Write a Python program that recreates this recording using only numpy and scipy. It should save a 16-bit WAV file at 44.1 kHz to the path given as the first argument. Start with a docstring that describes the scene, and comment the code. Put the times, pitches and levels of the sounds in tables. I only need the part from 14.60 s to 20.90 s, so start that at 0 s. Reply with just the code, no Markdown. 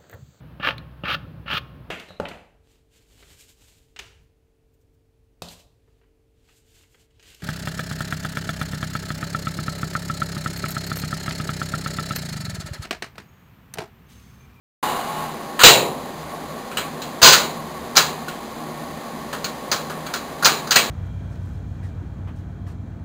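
"""Barring and padlocking a steel cabinet

A steel security bar swings against a sheet-metal drawer cabinet, is pushed onto its hasp and padlocked.
Each knock rattles the cabinet and rings in a block-walled workshop, over a fan and a beating motor hum.
A small camera with a low sample rate starts on a fading rush and overloads on the heavy blows."""
import sys
import numpy as np
from scipy import signal
from scipy.fft import rfft, irfft
from scipy.io import wavfile
from scipy.ndimage import uniform_filter1d

SR = 44100
rng = np.random.default_rng(int(sys.argv[2]) if len(sys.argv) > 2 else 0)


def generate_wav(signal):
    """Clip the signal to [-1, 1] and save it as 16-bit WAV at the path in sys.argv[1]."""
    frames = np.transpose(np.atleast_2d(signal))
    scaled = np.clip(frames, -1, 1) * 32767
    pcm = np.round(scaled).astype(np.int16)
    wavfile.write(sys.argv[1], SR, pcm)


N = 277830
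TIME = np.arange(N) / SR
START_S = 0.2285  # camera on
NOISE_TOP_HZ = 6050


def amp(db):
    """Decibels to gain."""
    return 10 ** (np.asarray(db) / 20)


def unit(x):
    """Scale to rms 1."""
    return x / np.sqrt(np.mean(x ** 2) + 1e-20)


def curve(points, hz):
    """Interpolate (Hz, value) points over log frequency."""
    point_hz, value = np.transpose(points)
    return np.interp(np.log(hz + 1), np.log(point_hz + 1), value)


def decay(t, t60_s):
    """Exponential fall, 60 dB in t60_s."""
    return np.exp(-np.log(1000) * t / t60_s)


def add(mix, at_s, sound):
    """Mix a sound in at at_s."""
    part = mix[round(at_s * SR):][:len(sound)]
    part += sound[:len(part)]


def lowpass(x, hz, taps):
    """Linear-phase low-pass."""
    return signal.oaconvolve(x, signal.firwin(taps, hz, window=("kaiser", 8), fs=SR), "same")


def noise(spectrum, peaks):
    """Steady noise, rms 1: broad spectrum plus narrow resonances."""
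    hz = np.fft.rfftfreq(N, 1 / SR)
    peaks_db = sum(db / (1 + (2 * (hz - centre_hz) / width_hz) ** 2) for centre_hz, width_hz, db in peaks)
    gain = amp(curve(spectrum, hz) + peaks_db) * (hz < NOISE_TOP_HZ)
    return unit(irfft(rfft(rng.standard_normal(N)) * gain, N))


def fan(level_db=-32.5):
    """Steady fan noise with resonances."""
    # broad spectrum: (frequency [Hz], relative density [dB])
    spectrum = [(20, -12), (45, -12.5), (100, -10.5), (140, 2), (230, 3), (330, 0), (600, 2.5),
                (1080, -2.5), (1280, -8), (2000, -9), (2700, -15), (4200, -12), (5200, -15)]
    # resonances: (centre [Hz], width [Hz], boost [dB])
    peaks = [(72.6, 15, 15), (234, 34.5, 7.4), (242.7, 2.7, 2.7), (312, 6.8, 5.8), (368, 10.4, 6.7),
             (717, 16, 5.2), (802, 15, 8.9), (1111, 89, 10.2), (1814, 19, 9.6)]
    return amp(level_db) * noise(spectrum, peaks)


def motor_hum(hz=155.8, wander_hz=1.21, level_db=-43, beat_hz=1.68, beat_depth=0.74, crest_s=0.598):
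    """Motor tone that beats slowly and wanders in pitch."""
    beat = 1 + beat_depth * np.cos(2 * np.pi * beat_hz * (TIME - crest_s))
    pitch_hz = hz + wander_hz * unit(uniform_filter1d(rng.standard_normal(N), size=6000))
    return amp(level_db) * beat * np.sin(2 * np.pi * np.cumsum(pitch_hz) / SR)


def whine():
    """Faint, steady high tones."""
    # sines: (frequency [Hz], rms level [dB])
    tones = [(4005, -59), (5001, -61.5)]
    return sum(amp(db) * unit(np.sin(2 * np.pi * hz * TIME)) for hz, db in tones)


def rush(level_db=-20, fade_db_per_s=33, swell_db=5, swell_at_s=0.627, swell_half_width_s=0.067):
    """Hollow, faintly ringing rush; swells once as it fades."""
    # broad spectrum: (frequency [Hz], relative density [dB])
    spectrum = [(100, -21.5), (300, -13.5), (580, -11.5), (720, -8.5), (1110, -10), (1250, -10),
                (1900, -17.5), (3200, -21.5), (4200, -20), (5200, -25)]
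    # resonances: (centre [Hz], width [Hz], gain [dB])
    peaks = [(694, 27, 11), (790, 39, 8), (848, 22, 15), (996, 44, 8.5), (1094, 37, 16.5), (2900, 48, 11.5),
             (3560, 60, -4), (3720, 70, 6), (4000, 62, 7), (4140, 45, 2)]
    fade_db = fade_db_per_s * np.maximum(TIME - START_S, 0)
    swell = np.exp(-((TIME - swell_at_s) / swell_half_width_s) ** 2)
    return amp(level_db - fade_db + swell_db * swell) * noise(spectrum, peaks)


def ring(modes, spread_db=1.5, rise_s=0.00087, wobble_hz=11):
    """Modes of a steel part; weights vary per strike, pitch wavers slightly as heard through the room."""
    hz, db, t60_s = np.transpose(modes)[:, :, None]
    t = TIME[:SR]
    wobble = np.repeat(rng.standard_normal((len(hz), 100)), SR // 100, axis=1)  # 10 ms steps
    cycles = np.cumsum(hz + wobble_hz * wobble, axis=1) / SR + rng.random(hz.shape)
    weights = amp(db - spread_db * rng.standard_normal(hz.shape))
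    waves = np.sin(2 * np.pi * cycles) * decay(t, t60_s)
    attack = 1 - np.exp(-t / rise_s)
    return (weights * waves).sum(0) / np.sqrt(np.sum(weights ** 2) / 2) * attack


def ping(hz, spread=0.0462, count=5, t60_s=0.085):
    """Small struck part: a tight cluster of short modes."""
    offsets = np.linspace(-1, 1, count) + rng.uniform(-0.24, 0.32, count)
    return ring([(mode_hz, 0, t60_s) for mode_hz in hz * (1 + spread * offsets)])


def snap(band_hz=(3600, 5300), t60_s=0.019):
    """Brief, bright crack of steel meeting steel."""
    band = signal.butter(3, band_hz, "bandpass", fs=SR, output="sos")
    age = np.log(1000) * TIME[:SR] / t60_s  # in time constants
    return unit(signal.sosfilt(band, rng.standard_normal(SR))) * age * np.exp(1 - age)


def contact_db(hz, thud_db, clang_db, edge_db):
    """Spectral tilt set by where and how squarely a blow lands."""
    tilt = [(500, thud_db), (1150, clang_db), (1550, clang_db), (2400, 0), (3200, 0), (4500, edge_db)]
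    return curve(tilt, hz)


def clatter(thud_db, clang_db, edge_db, rise_s=0.00022, t60_s=0.17, room_db=-7, room_rise_s=0.012):
    """Dense, short sheet-metal modes plus a room tail, longest in the bass."""
    # sheet steel in the room: (band centre [Hz], relative density [dB], room t60 [s])
    bands = [(40, -32, .35), (80, -17, 0.88), (141, -1, 0.69), (252, -11, 1.15), (410, 0, 0.87),
             (870, -0.5, 0.85), (1375, 7.5, 0.29), (2000, -0.5, 0.47), (2980, 3.5, 0.39), (3580, 1, 0.38),
             (3900, 4.5, 0.47), (4770, 2.5, 0.33)]
    centres_hz, steel_db, room_t60s = np.transpose(bands)
    t, hz = TIME[:SR], np.fft.rfftfreq(SR, 1 / SR)
    colour = amp(curve(np.c_[centres_hz, steel_db], hz)) * (hz < NOISE_TOP_HZ)
    contact = amp(contact_db(hz, thud_db, clang_db, edge_db))
    spectrum = rfft(rng.standard_normal(SR)) * unit(colour) * contact
    direct = decay(t, t60_s)
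    out = np.zeros(SR)
    for share, room_t60_s in zip(np.eye(len(bands)), room_t60s):
        band = irfft(spectrum * curve(np.c_[centres_hz, share], hz), SR)
        room = amp(room_db) * (1 - np.exp(-t / room_rise_s)) * decay(t, room_t60_s)
        out += band * np.hypot(direct, room)
    return out * (1 - np.exp(-t / rise_s))


def hasp_knock(thud_db, clang_db, edge_db, snap_db=-6, ring_db=-9):
    """One contact on the hasp: drawer-front clatter, crack and ring."""
    # modes of hasp and drawer fronts: (frequency [Hz], relative level [dB], t60 [s])
    hasp_modes = [(1125, 5.5, 0.82), (1224, 6, 0.3), (1340, -4, 0.08), (1390, 2, 0.43), (1630, -1, 0.4),
                  (1690, 7.5, 0.49), (1900, -11, 0.088), (2300, 12, 0.4), (2500, 2, 0.7),
                  (2697, 16.5, 0.25), (3310, 15.5, 0.3), (4030, -4, 0.37), (4070, 22, 0.24),
                  (4330, -17.5, .3), (4700, -28, .22), (4860, -28, .22)]
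    tilted = [(hz, db + contact_db(hz, thud_db, clang_db, edge_db), t60_s) for hz, db, t60_s in hasp_modes]
    drawers = clatter(thud_db, clang_db, edge_db, rise_s=0.00085)  # slower to start rattling
    return drawers + amp(snap_db + edge_db) * snap() + amp(ring_db) * ring(tilted)


def padlock(settle_s=0.008, settle_thud_db=2.5, settle_edge_db=-3.5):
    """Hasp and padlock parts strike and ping, then settle with a duller knock."""
    # contacts: (time [s], level [dB], settling knock [dB], low thud [dB], mid clang [dB],
    # bright edge [dB], ping pitch [Hz], ping [dB])
    clicks = [(2.113, -35, -11, 7, 7, -9, 2500, -4), (2.170, -20.5, -1.5, 3.5, 0, -5.5, 2870, -1),
              (2.418, -33, 0, -12, -4, 2, 3970, 2), (3.354, -27, 8, -4, 6, 5, 1390, -1),
              (3.368, -10, -3, 0, 2.5, 5.5, 5120, 6), (3.682, -30, -15, -11, -1, -2.5, 1434, 2.5),
              (4.728, -30.5, -5, 13, 8, 1.5, 1400, -13), (4.843, -25, -21, 7, 0, 2, 4340, 3),
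              (5.115, -20.5, -3, 6.5, 6, 6.5, 5000, 4), (5.297, -35, -5, 13, 9.5, 1.5, 1420, -6),
              (5.464, -33.5, -4, -14, 7, -5, 4460, 0), (5.537, -24.5, -12, 6, 5.5, 4.5, 1374, 4.5),
              (5.824, -31, 1.5, 10, 16, 6.5, 1596, 0), (5.846, -15.5, 7.5, 0.5, 2, 7, 5100, 9),
              (6.072, -38.5, -8, -4, 13, 8, 4330, -8), (6.108, -17, 2.5, -6, 2.5, 5, 4740, 3),
              (6.157, -7.5, -5, 0, -1.5, 1.5, 1940, -2)]
    out = np.zeros(N)
    for at_s, db, settle_db, thud_db, clang_db, edge_db, ping_hz, ping_db in clicks:
        strike = hasp_knock(thud_db, clang_db, edge_db) + amp(ping_db) * ping(ping_hz)
        settle = hasp_knock(thud_db + settle_thud_db, clang_db, edge_db + settle_edge_db)
        add(out, at_s, amp(db) * strike)
        add(out, at_s + settle_s, amp(db + settle_db) * settle)
    return out


def security_bar(contacts=4, snap_db=-12):
    """Each blow is a quick run of rebounds; side panel and bar ring on."""
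    # bar on cabinet: (time [s], level [dB], rebound gap [s], change per rebound [dB], low thud [dB],
    # mid clang [dB], bright edge [dB], panel ring [dB], bar ring [dB])
    blows = [(0.992, -17, 0.0094, 0, -5, 5.5, -10, -7, -11), (1.035, 5.5, .011, -4, 0.5, -3, 0, -7.5, -20),
             (2.617, -16, .003, -2.5, 4, 2, -1, -22, 1), (2.628, -4, .016, -0.5, 2, -1.5, 5.5, -11.5, -4),
             (2.718, -16, .0038, 2.5, -17, 1, 3, -29, -19)]
    # side panel modes: (frequency [Hz], relative level [dB], t60 [s])
    panel_modes = [(356, -15, .7), (433, -13, .55), (480, -14, .65), (525, -14, .5), (574, -14, .5),
                   (700, -14, .55), (1077, -17, .7), (1865, -10, .3), (2218, -11, .4), (2589, -11, .4),
                   (2700, -5, .28), (2723, -2, .28), (2785, -4, .28), (2907, -3, .3), (3140, -7, .3),
                   (3336, -3, .29), (3622, -5, .28), (3821, -6, .28), (3931, 0, .33), (3962, -4, .28),
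                   (4032, -5, .35), (4112, -2, .3), (4231, -6, .3), (4345, -5, .3)]
    # bar modes: (frequency [Hz], relative level [dB], t60 [s])
    bar_modes = [(1021, 0, .35), (1080, -5, .35), (1440, 0, .4), (1513, -4, .35), (2698, -3, .35),
                 (2885, -9, .45), (3305, -4, .3), (3521, -3, .3), (3946, -4, .3), (4074, -2, .28),
                 (4120, -3, .28), (4268, 1, .3), (4338, -3, .3), (4581, 3, .3), (4868, -1, .28),
                 (4898, 0, .28), (4932, -2, .28)]
    out = np.zeros(N)
    for at_s, db, gap_s, change_db, thud_db, clang_db, edge_db, panel_db, bar_db in blows:
        for k in range(contacts):
            impact = clatter(thud_db, clang_db, edge_db) + amp(snap_db) * snap()
            ringing = amp(panel_db) * ring(panel_modes) + amp(bar_db) * ring(bar_modes)
            add(out, at_s + k * gap_s, amp(db + k * change_db) * (impact + ringing))
    return out


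def scene():
    """Workshop mix, mono."""
    return (security_bar() + padlock() + motor_hum() + fan() + whine() + rush())[None]


def record(dry, input_hz=5350, hold_samples=4, ceiling=0.99, output_hz=15650):
    """Camera starts, samples slowly and overloads; sample-and-hold mirrors the sound into the treble."""
    heard = lowpass(dry[0], input_hz, taps=121) * (TIME > START_S)
    samples = np.clip(heard[::hold_samples], -ceiling, ceiling)
    held = np.repeat(samples, hold_samples)[:N]
    return lowpass(held, output_hz, taps=511)[None]


dry = scene()
out = record(dry)
generate_wav(out)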